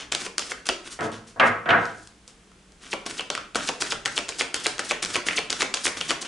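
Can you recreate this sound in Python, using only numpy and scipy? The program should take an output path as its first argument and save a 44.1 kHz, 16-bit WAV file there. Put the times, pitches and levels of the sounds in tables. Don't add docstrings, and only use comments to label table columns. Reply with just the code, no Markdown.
import sys
import numpy as np
from scipy import signal
from scipy.fft import rfft, irfft, next_fast_len
from scipy.io import wavfile
from scipy.ndimage import map_coordinates

SR = 44100
rng = np.random.default_rng(int(sys.argv[2]) if len(sys.argv) > 2 else 0)


def pcm_store(signal):
    levels = np.round(np.clip(np.atleast_2d(signal), -1, 1) * 32767)
    wavfile.write(sys.argv[1], SR, levels.astype(np.int16).T)


N = 276590

# frequency in Hz, relative spectral level in dB.
BACKGROUND_SPECTRUM = [(12, -37), (20, -11), (59, -2.5), (77, -17.5), (165, -9.5), (199, -4), (221, -13.5),
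                       (463, -13.5), (542, -20.5), (3270, -24), (3830, -27), (7600, -28.5), (11000, -34.5),
                       (14300, -83), (22000, -120)]
TABLE_SPECTRUM = [(40, -43), (75, -22), (110, -14.5), (230, -11), (380, -4.5), (550, -4), (850, -2.5),
                  (1300, -3), (2100, -4.5), (3200, -7), (6000, -9.5), (11000, -20)]
CLACK_SPECTRUM = [(300, -26), (1200, -5), (3000, -0.5), (4200, -15.5), (6000, -24.5), (11000, -43.5)]
HISS_SPECTRUM = [(1500, -44), (3500, -3.5), (4800, 1.5), (7000, 0.5), (9300, -1), (11000, -9.5)]
RASP_SPECTRUM = [(50, -23), (130, -9), (300, 2.5), (550, -5), (900, -5.5), (1350, 0), (2200, -2), (3300, 0),
                 (4400, -8.5), (6500, -7.5), (11000, -39.5)]
TICK_SPECTRUM = [(1500, -41.5), (3500, -0.5), (4700, 3.5), (7500, 0.5), (9500, -6), (11000, -14)]
SLAP_SPECTRUM = [(400, -52.5), (950, -7), (1300, 10), (1750, 3.5), (2300, 5), (3300, 5), (4000, -7),
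                 (4700, -2.5), (6500, -29), (11000, -64)]
THUD_SPECTRUM = [(50, -22.5), (130, -18.5), (250, -6), (450, 2), (650, 0), (900, -3.5), (1150, 0),
                 (1600, -45.5), (4000, -30.5)]
# frequency in Hz, time to decay by 60 dB in seconds.
ROOM_T60 = [(100, 0.64), (250, 0.52), (600, 0.41), (1500, 0.44), (3700, 0.38), (10000, 0.34)]
# frequency in Hz, gain in dB.
WALL_GAIN = [(100, 7), (400, -1.5), (1500, -2), (3000, -4.5), (5500, -4.5), (11000, -6)]
# frequency in Hz, side over mid in dB.
DIFFUSE_WIDTH = [(60, -18), (190, -19), (350, -15.5), (630, -9), (1100, -5.5), (2000, -7), (4000, -7.5),
                 (10000, -5)]
# frequency in Hz, width in Hz, peak height in dB.
TABLE_RESONANCES = [(107, 29, 15), (167, 18, 9), (220, 5.8, 14), (239, 25, 11.5), (311, 24, 9),
                    (438, 7.1, 6), (477, 8.2, 8), (530, 39, 7), (680.6, 52, 11.5), (731, 24, 5.5),
                    (957, 8.3, 0.5), (980, 17, 8.5), (1106, 9.4, 8.5), (1277, 55, 0.5), (1297, 37, 10),
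                    (1400, 11, 4), (1477, 18, 8.5), (1580, 69, 4.5), (1640, 21, 9), (1860, 87, 6),
                    (2100, 47, 6.5)]
# start in seconds, level in dB, contact cutoff in Hz, pitch
# favoured by the spot in Hz, bass from the hand's weight in dB, relative clack level in dB.
DECK_KNOCKS = [(0.99, -30.5, 2100, 321, 3.5, -9), (1.007, -29, 1550, 450, 8, -6),
               (1.361, -40, 1800, 1000, 9, -26), (1.398, -14.5, 2490, 1183, -4.5, 2),
               (1.658, -26.5, 2250, 1530, 2, -8), (1.690, -17, 2100, 1520, -1, -2),
               (1.7042, -22.5, 3000, 1480, -11, 8), (1.741, -25, 1710, 780, 1.5, -24)]
# time of fastest motion, rise and fall in
# seconds, level in dB, rasp over hiss in dB.
HAND_RUBS = [(0.004, 0.021, 0.039, -35.5, 11.5), (0.163, 0.016, 0.0071, -38, 10),
             (0.418, 0.0054, 0.011, -33.5, 10), (0.669, 0.0061, 0.0063, -29, 0),
             (0.876, 0.022, 0.0094, -37.5, 0.5), (0.92, 0.015, 0.031, -37, -5),
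             (1.049, 0.029, 0.021, -38, 4), (1.129, 0.01, 0.042, -40, 6.5),
             (1.276, 0.007, 0.039, -48.5, -4), (1.475, 0.024, 0.015, -36, 4), (1.845, 0.062, 0.08, -46, 9),
             (2.03, 0.14, 0.066, -54.5, -8), (2.287, 0.01, 0.026, -50, -2.5),
             (2.834, 0.023, 0.08, -46.5, 3.5), (3.109, 0.016, 0.008, -32.5, 1),
             (3.335, 0.01, 0.084, -44, 8), (3.6, 0.015, 0.03, -35, 7), (3.811, 0.0064, 0.013, -25.5, -6),
             (4.562, 0.0088, 0.007, -29.5, -2), (5.271, 0.0075, 0.015, -26, -0.5),
             (5.849, 0.0082, 0.024, -23.5, -28), (5.975, 0.0067, 0.018, -31, 3),
             (6.219, 0.0069, 0.008, -32, -5), (6.256, 0.0073, 0.015, -32.5, 12)]
# start in seconds, level in dB, flexing pitch in Hz,
# tick over slap in dB.
CARD_FLICKS = [(0.1303, -28, 1790, -5), (0.1494, -17.8, 2800, 2.5), (0.3937, -23, 4280, 2),
               (0.6975, -20, 2860, -24), (1.0085, -35.5, 2400, 3), (1.1184, -41, 3000, 0),
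               (1.855, -36.5, 1480, 5), (2.073, -42.5, 4300, 8), (2.278, -40.5, 4300, 18),
               (2.5163, -51.5, 1200, -7), (2.7209, -51.5, 1300, 4), (3.3512, -22.5, 2490, -4),
               (3.377, -23.5, 1130, -14), (4.0778, -25.5, 1710, -6), (4.1663, -30, 2620, 10),
               (4.3228, -32.5, 2300, -14), (4.6667, -17, 4300, 11), (5.049, -23, 4300, 9),
               (5.0592, -26, 2000, -1), (5.31, -25, 2630, -20), (5.3315, -26, 1990, -20),
               (5.5277, -19.5, 4400, -3), (5.7443, -20, 3460, 8), (5.7709, -25, 4360, -5)]
# start in
# seconds, level in dB, flexing pitch in Hz, tick over slap in dB, relative thud in dB, lead of the
# corner in seconds, scrape level in dB.
EDGE_STRIKES = [(0.1222, -18, 3150, 2.5, -16, 0.0035, -27), (0.3816, -17, 4150, 7, -24, 0, -37.5),
                (0.6567, -34, 1400, 0, -17, 0.0021, -51), (3.0636, -30.5, 3310, 3, -1.5, 0.007, -30.5),
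                (3.302, -20.5, 3700, -1, -5.5, 0, -58), (3.5566, -16.5, 1420, -6.5, -2.5, 0.009, -23.5),
                (3.8217, -19, 1720, -3, -8, 0.005, -29.5), (4.058, -16.5, 1760, -4, -12, 0.005, -26.5),
                (4.2902, -23, 4300, 4, -8, 0.0057, -30), (4.5432, -18, 3040, 1, -14.5, 0, -30),
                (4.7934, -20, 1420, -3.5, -7, 0.012, -29), (5.0269, -22.5, 4300, 10, -11, 0.004, -23.5),
                (5.2857, -15, 2030, -20, -13.5, 0.019, -31), (5.5034, -20, 4300, 10, -14, 0.004, -26.5),
                (5.7405, -18.5, 3540, 1, -16, 0, -35), (6.0111, -19, 3140, -8, -15.5, 0.004, -33.5),
                (6.2266, -31, 1480, 3, -6, 0, -39)]
# landing time in seconds, level in dB, flexing
# pitch in Hz, tick over slap in dB, levels of peel, slide and escaping air in dB, settling time in
# seconds, relative thud on settling in dB.
FLAT_LANDINGS = [(0.264, -29, 2390, -9, -34, -35, -57, 0.0021, 3),
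                 (0.518, -24, 1790, -31, -41, -32, -59, 0.0019, -12),
                 (0.6891, -15.5, 4300, -2.5, -71, -41, -57, 0.003, 1),
                 (2.9304, -21, 2540, -18, -49, -38, -38, 0.0051, 5),
                 (3.1949, -21.5, 2900, -32, -41.5, -36, -38.5, 0.013, -6.5),
                 (3.6886, -19, 3000, -2, -34, -31, -34, 0.0044, 3.5),
                 (3.9216, -19.5, 1120, -5, -35.5, -33, -31, 0.005, -1.5),
                 (4.1781, -16.5, 2720, -5, -42.5, -33.5, -32, 0.0101, -6),
                 (4.4099, -16, 2300, -13, -44, -26, -28.5, 0.0085, -3.5),
                 (4.6598, -17.5, 2160, -22, -39, -30.5, -33, 0.0069, -3.5),
                 (4.9103, -15.5, 2130, -10, -36, -30, -33.5, 0.0066, -0.5),
                 (5.1558, -15, 2400, -7, -35, -28.5, -34, 0.0083, -4),
                 (5.383, -17.5, 2460, -15, -37.5, -31, -26, 0.0068, -1.5),
                 (5.62, -15.5, 2130, -5.5, -39, -24.5, -31, 0.0077, 0.5),
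                 (5.8681, -17.5, 2170, -24, -39, -27.5, -36, 0.011, -3.5),
                 (6.1065, -15, 2330, -5, -39.5, -28.5, -30, 0.0074, -3.5)]


def amp(db):
    return 10 ** (np.asarray(db) / 20)


def unit_rms(x):
    return x / np.sqrt(np.mean(x ** 2) + 1e-20)


def curve_at(points, hz):
    frequencies, values = np.transpose(points)
    return np.interp(np.log(hz + 1), np.log(frequencies + 1), values)


def resonance(hz, centre, octaves):
    return np.exp(-.5 * (np.log2((hz + 1) / centre) / octaves) ** 2)


def split_power(db):
    first = 1 / np.sqrt(1 + amp(db) ** 2)
    return first, first * amp(db)


def add(track, start_s, x):
    part = track[..., max(round(start_s * SR), 0):][..., :x.shape[-1]]
    part += x[..., :part.shape[-1]]


def causal_filter(x, gain):
    n = x.shape[-1]
    size = 2 * next_fast_len(n // 2 + 1024)
    magnitude = np.maximum(gain(np.fft.rfftfreq(size, 1 / SR)), 1e-6)
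    cepstrum = irfft(np.log(magnitude))
    cepstrum[1:size // 2] *= 2
    cepstrum[size // 2 + 1:] = 0
    return irfft(rfft(x, size) * np.exp(rfft(cepstrum)), size)[..., :n]


def coloured(x, spectrum):
    return causal_filter(x, lambda hz: amp(curve_at(spectrum, hz)))


def diffuse(pair):
    side = coloured(pair[1], DIFFUSE_WIDTH)
    return np.array([pair[0] + side, pair[0] - side])


def background():
    return unit_rms(coloured(diffuse(rng.standard_normal((2, N))), BACKGROUND_SPECTRUM))


def decaying_noise(hold_s, stretch=1):
    hz, t, bands = signal.stft(rng.standard_normal((2, SR // 2)), SR, nperseg=256)
    t60 = stretch * curve_at(ROOM_T60, hz)[:, None]
    decay = amp(-60 * np.maximum(t - hold_s, 0) / t60)
    return signal.istft(bands * decay, SR, nperseg=256)[1]


def wall_reverberation(x, gap_s):
    out = np.zeros((2, N))
    block = SR // 14
    for start in range(0, N, block):
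        response = decaying_noise(hold_s=0.0012)
        response /= np.linalg.norm(response[0])
        add(out, start / SR + gap_s, signal.fftconvolve(x[None, start:start + block], response, axes=1))
    return coloured(diffuse(out), WALL_GAIN)


def table_echo(x, delay_s, right_lag_s):
    out = np.zeros((2, N))
    add(out[0], delay_s, x)
    add(out[1], delay_s + right_lag_s, x)
    return out


def impact(spectrum, t60, push, pitch_hz=1000, ring_db=0):
    t = np.arange(SR // 20) / SR
    chatter = rng.standard_normal(len(t)) * amp(-60 * t / t60)
    force = chatter / np.linalg.norm(chatter) - push * (t == 0)
    gain = lambda hz: amp(curve_at(spectrum, hz) + ring_db * resonance(hz, pitch_hz, octaves=0.3))
    sound = causal_filter(force, gain)
    return sound / np.linalg.norm(sound) * np.sqrt(.003 * SR)


def table_knocks():
    out = np.zeros((2, N))
    for start, db, cutoff_hz, spot_hz, weight_db, clack_db in DECK_KNOCKS:
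        def gain(hz):
            modes_db = sum(peak_db / (1 + (2 * (hz - centre) / width) ** 2)
                           for centre, width, peak_db in TABLE_RESONANCES)
            spot_db = 6.3 * resonance(hz, spot_hz, octaves=0.1)
            bass_db = weight_db / (1 + (hz / 400) ** 2)
            contact = amp(-33) + 1 / np.sqrt(1 + (hz / cutoff_hz) ** 11)
            return amp(curve_at(TABLE_SPECTRUM, hz) + modes_db + spot_db + bass_db) * contact

        boom = causal_filter(diffuse(decaying_noise(hold_s=0.041, stretch=1.064)), gain)
        add(out, start, amp(db) * boom / boom[:, :SR // 20].std())
        add(out, start, amp(db + clack_db) * impact(CLACK_SPECTRUM, t60=0.061, push=0.22))
    return out


def air_puffs(start_hz=10500, landing_hz=2400, closing_s=0.017, cycles_per_eddy=1.6):
    out = np.zeros(N)
    duration = closing_s * np.log(start_hz / landing_hz)
    t = np.arange(int(duration * SR)) / SR
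    cycles = np.cumsum(start_hz * np.exp(-t / closing_s)) / SR
    swell = (t / duration) ** 1.05 * np.clip((duration - t) / 0.0036, 0, 1)
    for landing, *_, air_db, _, _ in FLAT_LANDINGS:
        in_phase, quadrature = (map_coordinates(eddies, [cycles / cycles_per_eddy], mode="mirror")
                                for eddies in rng.standard_normal((2, 256)))
        puff = in_phase * np.cos(2 * np.pi * cycles) + quadrature * np.sin(2 * np.pi * cycles)
        add(out, landing - duration, amp(air_db) * unit_rms(puff * swell))
    return out


def paper_friction(spectrum, catches_per_s):
    catches = (rng.random(N) < catches_per_s / SR) * rng.laplace(size=N)
    return unit_rms(coloured(rng.standard_normal(N) + unit_rms(catches), spectrum))


def sliding_motions(peel_lead_s=0.053, slide_lead_s=0.0099):
    rows = [(start, 0.0025, 0.014, scrape_db, 2.7) for start, *_, scrape_db in EDGE_STRIKES]
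    for landing, _, _, _, peel_db, slide_db, *_ in FLAT_LANDINGS:
        rows.append((landing - peel_lead_s, 0.019, 0.033, peel_db, 0.35))
        rows.append((landing - slide_lead_s, 0.012, 0.015, slide_db, -1.5))
    return rows + HAND_RUBS


def card_slides():
    t = np.arange(0, N, 32) / SR
    power = np.zeros((2, len(t)))
    for peak, rise, fall, db, rasp_db in sliding_motions():
        from_peak = np.abs((t - peak) / np.where(t < peak, rise, fall))
        speed = np.exp(-from_peak ** 1.5)
        power += np.outer(split_power(rasp_db), amp(db) * speed) ** 2
    hiss_gain, rasp_gain = (np.interp(np.arange(N) / SR, t, np.sqrt(p)) for p in power)
    hiss = hiss_gain * paper_friction(HISS_SPECTRUM, catches_per_s=2200)
    rasp = rasp_gain * paper_friction(RASP_SPECTRUM, catches_per_s=800)
    return hiss + rasp


def card_contacts(corner_hz=3200, far_edge_hz=960):
    rows = [(*flick, -12) for flick in CARD_FLICKS]
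    for start, db, pitch_hz, tick_db, thud_db, lead_s, _ in EDGE_STRIKES:
        rows.append((start - lead_s, db - 11, corner_hz, 0, -7))
        rows.append((start, db, pitch_hz, tick_db, thud_db))
    for landing, db, pitch_hz, tick_db, *_, settle_s, thud_db in FLAT_LANDINGS:
        rows.append((landing, db, pitch_hz, tick_db, -8.5))
        rows.append((landing + settle_s, db - 6.5, far_edge_hz, -1.7, thud_db))
    return rows


def card_snaps(push):
    out = np.zeros(N)
    for start, db, pitch_hz, tick_db, thud_db in card_contacts():
        slap_gain, tick_gain = split_power(tick_db)
        ring_db = 11.6 * slap_gain ** 2
        slap = impact(SLAP_SPECTRUM, t60=0.019, push=0.75 * push, pitch_hz=pitch_hz, ring_db=ring_db)
        tick = impact(TICK_SPECTRUM, t60=0.01, push=0.43 * push)
        thud = impact(THUD_SPECTRUM, t60=0.064, push=0.71 * push)
        add(out, start, amp(db) * (slap_gain * slap + tick_gain * tick))
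        add(out, start + 0.00032, amp(db + thud_db) * thud)
    return out


def scene():
    rustle = card_slides() + air_puffs()
    cards = card_snaps(push=1) + rustle
    direct = cards * amp([[.4], [-.4]])
    echo = amp(-17) * table_echo(cards, delay_s=.0026, right_lag_s=.0001)
    radiated = card_snaps(push=3.1) + rustle
    reverberation = amp(-2.5) * wall_reverberation(radiated, gap_s=.006)
    return direct + echo + reverberation + table_knocks() + amp(-55) * background()


def record(dry):
    cutoff_hz = 11100
    size = next_fast_len(N + SR // 2)
    hz = np.fft.rfftfreq(size, 1 / SR)
    return irfft(rfft(dry, size) / np.sqrt(1 + (hz / cutoff_hz) ** 160), size)[:, :N]


dry = scene()
out = record(dry)
pcm_store(out)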